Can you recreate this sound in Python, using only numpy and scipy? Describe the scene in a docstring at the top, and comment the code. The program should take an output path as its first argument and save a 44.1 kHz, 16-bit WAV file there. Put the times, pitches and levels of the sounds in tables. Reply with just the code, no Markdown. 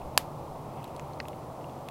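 """A wood fire burns in an open steel fire ring at night, heard up close and nearly in mono.
One log cracks loudly: a single blow sets damped tones ringing, and dense echoes follow.
Small pops are short rings with a splintery snap, ticks are tiny rings, and sap sizzles as grainy noise.
The steel walls scatter the crack and the small sounds. Shaped noise makes a low rush, a faint hiss,
a deep rumble and a brief puff of air; a wavering tone over blurred partials hums like a far engine."""
import sys
import numpy as np
from scipy import signal
from scipy.fft import rfft, irfft
from scipy.io import wavfile

SR = 44100
rng = np.random.default_rng(int(sys.argv[2]) if len(sys.argv) > 2 else 0)


def dump(signal):
    """Clip the signal to [-1, 1] and save it as 16-bit WAV at the path in sys.argv[1]."""
    limited = np.clip(np.atleast_2d(signal).T, -1, 1)
    pcm = np.round(limited * 32767).astype(np.int16)
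    wavfile.write(sys.argv[1], SR, pcm)


N = 83790   # length in samples
TIME = np.arange(N) / SR   # seconds

# Tone colour of the echoes from the steel walls: f/Hz, relative level/dB
WALL_SPECTRUM = [(230, -6), (480, -29), (850, 2.5), (3000, -3.5), (4500, -3.5), (8500, -7), (10600, 0.5),
                 (13500, -9), (15800, -5)]
WALL_DELAY_S = 0.0012


def from_db(db):
    """Turn decibels into a gain."""
    return 10 ** (np.asarray(db) / 20)


def rms_one(x):
    """Scale a signal so that its rms (its average strength) is 1."""
    return x / np.sqrt(np.mean(x ** 2) + 1e-20)


def butter(x, hz, kind, order=2):
    """Keep what lies below ("low") or above ("high") a frequency; a higher order cuts more steeply."""
    sos = signal.butter(order, np.clip(hz, 10, .45 * SR), kind, fs=SR, output="sos")
    return signal.sosfilt(sos, x + 1e-18)


def shaped_noise(gain):
    """Random noise with each frequency scaled by its own gain; rms 1."""
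    return rms_one(irfft(rfft(rng.standard_normal(N)) * gain, N))


def noise(spectrum):
    """Steady noise whose tone colour follows a table of frequencies and levels; rms 1."""
    hz, db = np.transpose(spectrum)
    bins_hz = np.fft.rfftfreq(N, 1 / SR)
    return shaped_noise(from_db(np.interp(np.log(bins_hz + 1), np.log(hz), db)))


def resonant_noise(hz, width_hz):
    """Noise gathered around one frequency, as by two equal resonances (at 0 Hz: a drift); rms 1."""
    bins_hz = np.fft.rfftfreq(N, 1 / SR)
    return shaped_noise(1 / (1 + (2 * (bins_hz - hz) / width_hz) ** 2))


def click(s):
    """A single sample of height 1 at the given time."""
    return 1.0 * (np.arange(N) == round(s * SR))


def decay(t60):
    """A fade from 1 that falls by 60 dB in t60 seconds."""
    return np.exp(-np.log(1000) * TIME / t60)


def ring(clicks, hz, t60):
    """Each click strikes a resonance: a sine that fades by 60 dB in t60 seconds."""
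    shrink = np.exp(-np.log(1000) / (t60 * SR))   # per sample
    turn = 2 * np.pi * hz / SR   # radians per sample
    return signal.lfilter([0, np.sin(turn)], [1, -2 * shrink * np.cos(turn), shrink ** 2], clicks + 1e-18)


def reflections(x, spectrum, level_db, t60, delay_s):
    """Dense echoes, built from noise, that start after a delay and die away."""
    echoes = noise(spectrum) * decay(t60) * (TIME > delay_s)
    return from_db(level_db) * signal.fftconvolve(x, rms_one(echoes) / np.sqrt(N))[:N]


def rush():
    """Steady low noise whose level flutters gently, with a faint steady hiss above it."""
    # tone colour of the low rush: f/Hz, relative level/dB
    rush_spectrum = [(20, -20), (55, -17), (90, -1), (130, 4), (190, -1.5), (330, 0.5), (420, -1.5),
                     (640, 2.5), (850, 1), (1080, -3.5), (1300, -11), (1600, -24), (2500, -26.5),
                     (5000, -63)]
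    # tone colour of the hiss: f/Hz, relative level/dB
    hiss_spectrum = [(500, 7), (1800, -3.5), (3000, 2.5), (4500, 0), (6500, -2.5), (10000, -3),
                     (15500, -5.5)]
    rush_db, hiss_db = -41.5, -60
    flutter_db = 0.45 * resonant_noise(0, width_hz=72)
    low = from_db(rush_db + flutter_db) * noise(rush_spectrum)
    return low + from_db(hiss_db) * noise(hiss_spectrum)


def rumble():
    """Deep air noise that slowly settles under the rush."""
    start_db, fade_db_per_s, top_hz = -53.5, 6, 70.4
    deep = rms_one(butter(rng.standard_normal(N), top_hz, "low"))
    return from_db(start_db - fade_db_per_s * TIME) * deep


def hum():
    """A low tone, wavering in pitch and level, over three blurred partials made of narrow noise."""
    # level of the wavering tone before its flutter: t/s, level/dB
    drone_levels = [(0, -52), (.15, -50), (.48, -46.5), (.65, -56), (.85, -55.5), (1.02, -47), (1.45, -57),
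                    (1.9, -49.5)]
    # the blurred partials: f/Hz, level/dB, width/Hz
    partials = [(77.2, -58, 6), (98.1, -58.5, 4), (130.5, -54.5, 18)]
    drone_hz, waver_hz, flutter_db = 146.5, 3.29, 3.5   # the last two are rms swings
    pitch_hz = drone_hz + waver_hz * resonant_noise(0, width_hz=13.1)
    level_db = np.interp(TIME, *np.transpose(drone_levels))
    level_db = level_db + flutter_db * resonant_noise(0, width_hz=55)
    tone = np.sin(2 * np.pi * np.cumsum(pitch_hz) / SR)
    drone = from_db(level_db) * rms_one(tone)
    return drone + sum(from_db(db) * resonant_noise(hz, width) for hz, db, width in partials)


def ticks():
    """Tiny bursts at random moments in the embers, each ringing for a few cycles."""
    ticks_per_s, smallest_db, spread_db, fade_cycles = 60, -60, 1, 12
    sizes = from_db(smallest_db + spread_db * np.minimum(rng.exponential(1, N), 3))
    clicks = sizes * (rng.random(N) < ticks_per_s / SR)
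    pitches_hz = np.geomspace(1900, 5500, 12)
    dealt = rng.integers(0, len(pitches_hz), N)   # which pitch a tick gets
    return sum(ring(clicks * (dealt == k), hz, fade_cycles / hz) for k, hz in enumerate(pitches_hz))


def puff():
    """A brief soft rumble of air on the microphone: deep noise that swells and fades."""
    peak_s, half_length_s, level_db, top_hz = 0.05, 0.028, -41, 70.6
    swell = np.exp(-((TIME - peak_s) / half_length_s) ** 2)
    air = rms_one(butter(rng.standard_normal(N), top_hz, "low", order=4))
    return from_db(level_db) * swell * air


def pops():
    """Each small burst gives a splintery snap and two short rings of the wood; slower bursts are duller."""
    # the pops: t/s, main ring f/Hz, its level/dB, second ring f/Hz, its level/dB,
    # 60 dB fade time of both rings/s, snap level/dB, top of the burst f/Hz
    pop_list = [(0.0178, 2500, -42.5, 4200, -61, 0.0077, -54, 5000),
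                (0.83, 2700, -46, 10200, -47, 0.0058, -41, 15000),
                (0.843, 4000, -31.5, 12600, -35.5, 0.0022, -31, 13500),
                (0.878, 3300, -50, 4470, -49, .006, -39, 13000),
                (.9640, 4540, -35.5, 6300, -44, 0.0036, -29, 10500),
                (.9961, 2480, -27.5, 7000, -35.5, 0.0026, -32, 9000),
                (1.1105, 2240, -52, 4040, -88, .008, -56, 6000),
                (1.1345, 4300, -45, 6200, -48, 0.0072, -48, 8950),
                (1.2019, 2500, -21, 4420, -25, 0.0045, -22, 6660),
                (1.2032, 1860, -25.5, 1470, -44, .010, -50, 3960),
                (1.2543, 2580, -38, 2000, -50, 0.0068, -54, 4000),
                (1.2841, 3250, -32.5, 11100, -43, 0.0033, -26.5, 14100),
                (1.3314, 2220, -43.5, 2800, -44.5, 0.0076, -59, 4000),
                (1.611, 2100, -52, 2900, -51, .012, -58, 4000),
                (1.6434, 2800, -42, 2120, -61, 0.015, -58, 5000),
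                (1.6960, 2720, -46.5, 3400, -48, 0.007, -52, 5000),
                (1.8870, 2650, -30, 3370, -35, .0045, -28, 14100)]
    splinter_db, splinter_t60, snap_low_hz = 2.5, 0.0072, 2800
    out = np.zeros(N)
    for s, main_hz, main_db, second_hz, second_db, t60, snap_db, top_hz in pop_list:
        burst = butter(click(s), top_hz, "low", order=3)
        out += from_db(main_db) * ring(burst, main_hz, t60)
        out += from_db(second_db) * ring(burst, second_hz, t60)
        # fibres tearing just after the burst
        fibres = rng.standard_normal(N) * decay(splinter_t60)
        tearing = signal.fftconvolve(burst, fibres / np.linalg.norm(fibres))[:N]
        snap = burst + from_db(splinter_db) * tearing
        out += from_db(snap_db) * butter(snap, snap_low_hz, "high")
    return out


def crack():
    """A steam pocket splits the log: one overloading blow rings damped tones, then broadband echoes."""
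    # what the splitting log rings with: f/Hz, level relative to the blow/dB, 60 dB fade time/s
    log_modes = [(1006, -2, 0.0038), (1750, -6.5, 0.0024), (2730, -3.5, 0.0028), (4690, -1.5, 0.0031),
                 (8000, -2.5, 0.0017), (10200, -3, 0.0019), (11850, -8, 0.0017)]
    # tone colour of the longer tail in the surroundings: f/Hz, relative level/dB
    tail_spectrum = [(150, -11), (700, 7), (3200, 5), (5500, 1), (9000, -4), (12400, 1.5), (15500, -9)]
    crack_s, blow_db = .1765, 4.5
    low_hz, top_hz, overload = 446, 13600, 0.79   # overload: height at which the microphone gives in
    blow = from_db(blow_db) * click(crack_s)
    log = np.zeros(N)
    for k, (hz, db, t60) in enumerate(log_modes):
        sign = (-1) ** (k + 1)   # neighbouring tones start in opposite directions
        log += sign * from_db(db) * ring(blow, hz, t60)
    near = reflections(blow, WALL_SPECTRUM, level_db=-3, t60=0.015, delay_s=WALL_DELAY_S)
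    far = reflections(blow, tail_spectrum, level_db=-17.5, t60=0.18, delay_s=0.0053)
    squashed = overload * np.tanh(log / overload)
    direct = butter(squashed, top_hz, "low", order=4)
    return butter(direct, low_hz, "high") + near + far


def sizzle():
    """Sap boils out as a grainy jet of steam: noise around one pitch that swells and dies."""
    peak_s, rise_s, fall_s, level_db = 0.804, 0.093, 0.16, -60
    swell = np.exp(np.minimum((TIME - peak_s) / rise_s, (peak_s - TIME) / fall_s))
    grain = from_db(4.3 * resonant_noise(0, width_hz=340))   # quick random changes of level
    steam = resonant_noise(2500, width_hz=1400)
    return from_db(level_db) * swell * rms_one(grain * steam)


def scene():
    """Fire and background in the centre, with a trace of hiss that is opposite in the two channels."""
    crackle = pops() + ticks() + sizzle()
    # the same walls answer the small sounds
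    echo = reflections(crackle, WALL_SPECTRUM, level_db=-14.5, t60=.035, delay_s=WALL_DELAY_S)
    side = from_db(-72.5) * butter(rng.standard_normal(N), 4400, "high")
    centre = crack() + crackle + echo + rush() + rumble() + hum() + puff()
    return centre + np.array([side, -side])


def record(dry):
    """A steep filter removes the very top of the treble."""
    cutoff_hz = 15800
    return signal.sosfilt(signal.ellip(10, .1, 80, cutoff_hz, fs=SR, output="sos"), dry)


dry = scene()
out = record(dry)
dump(out)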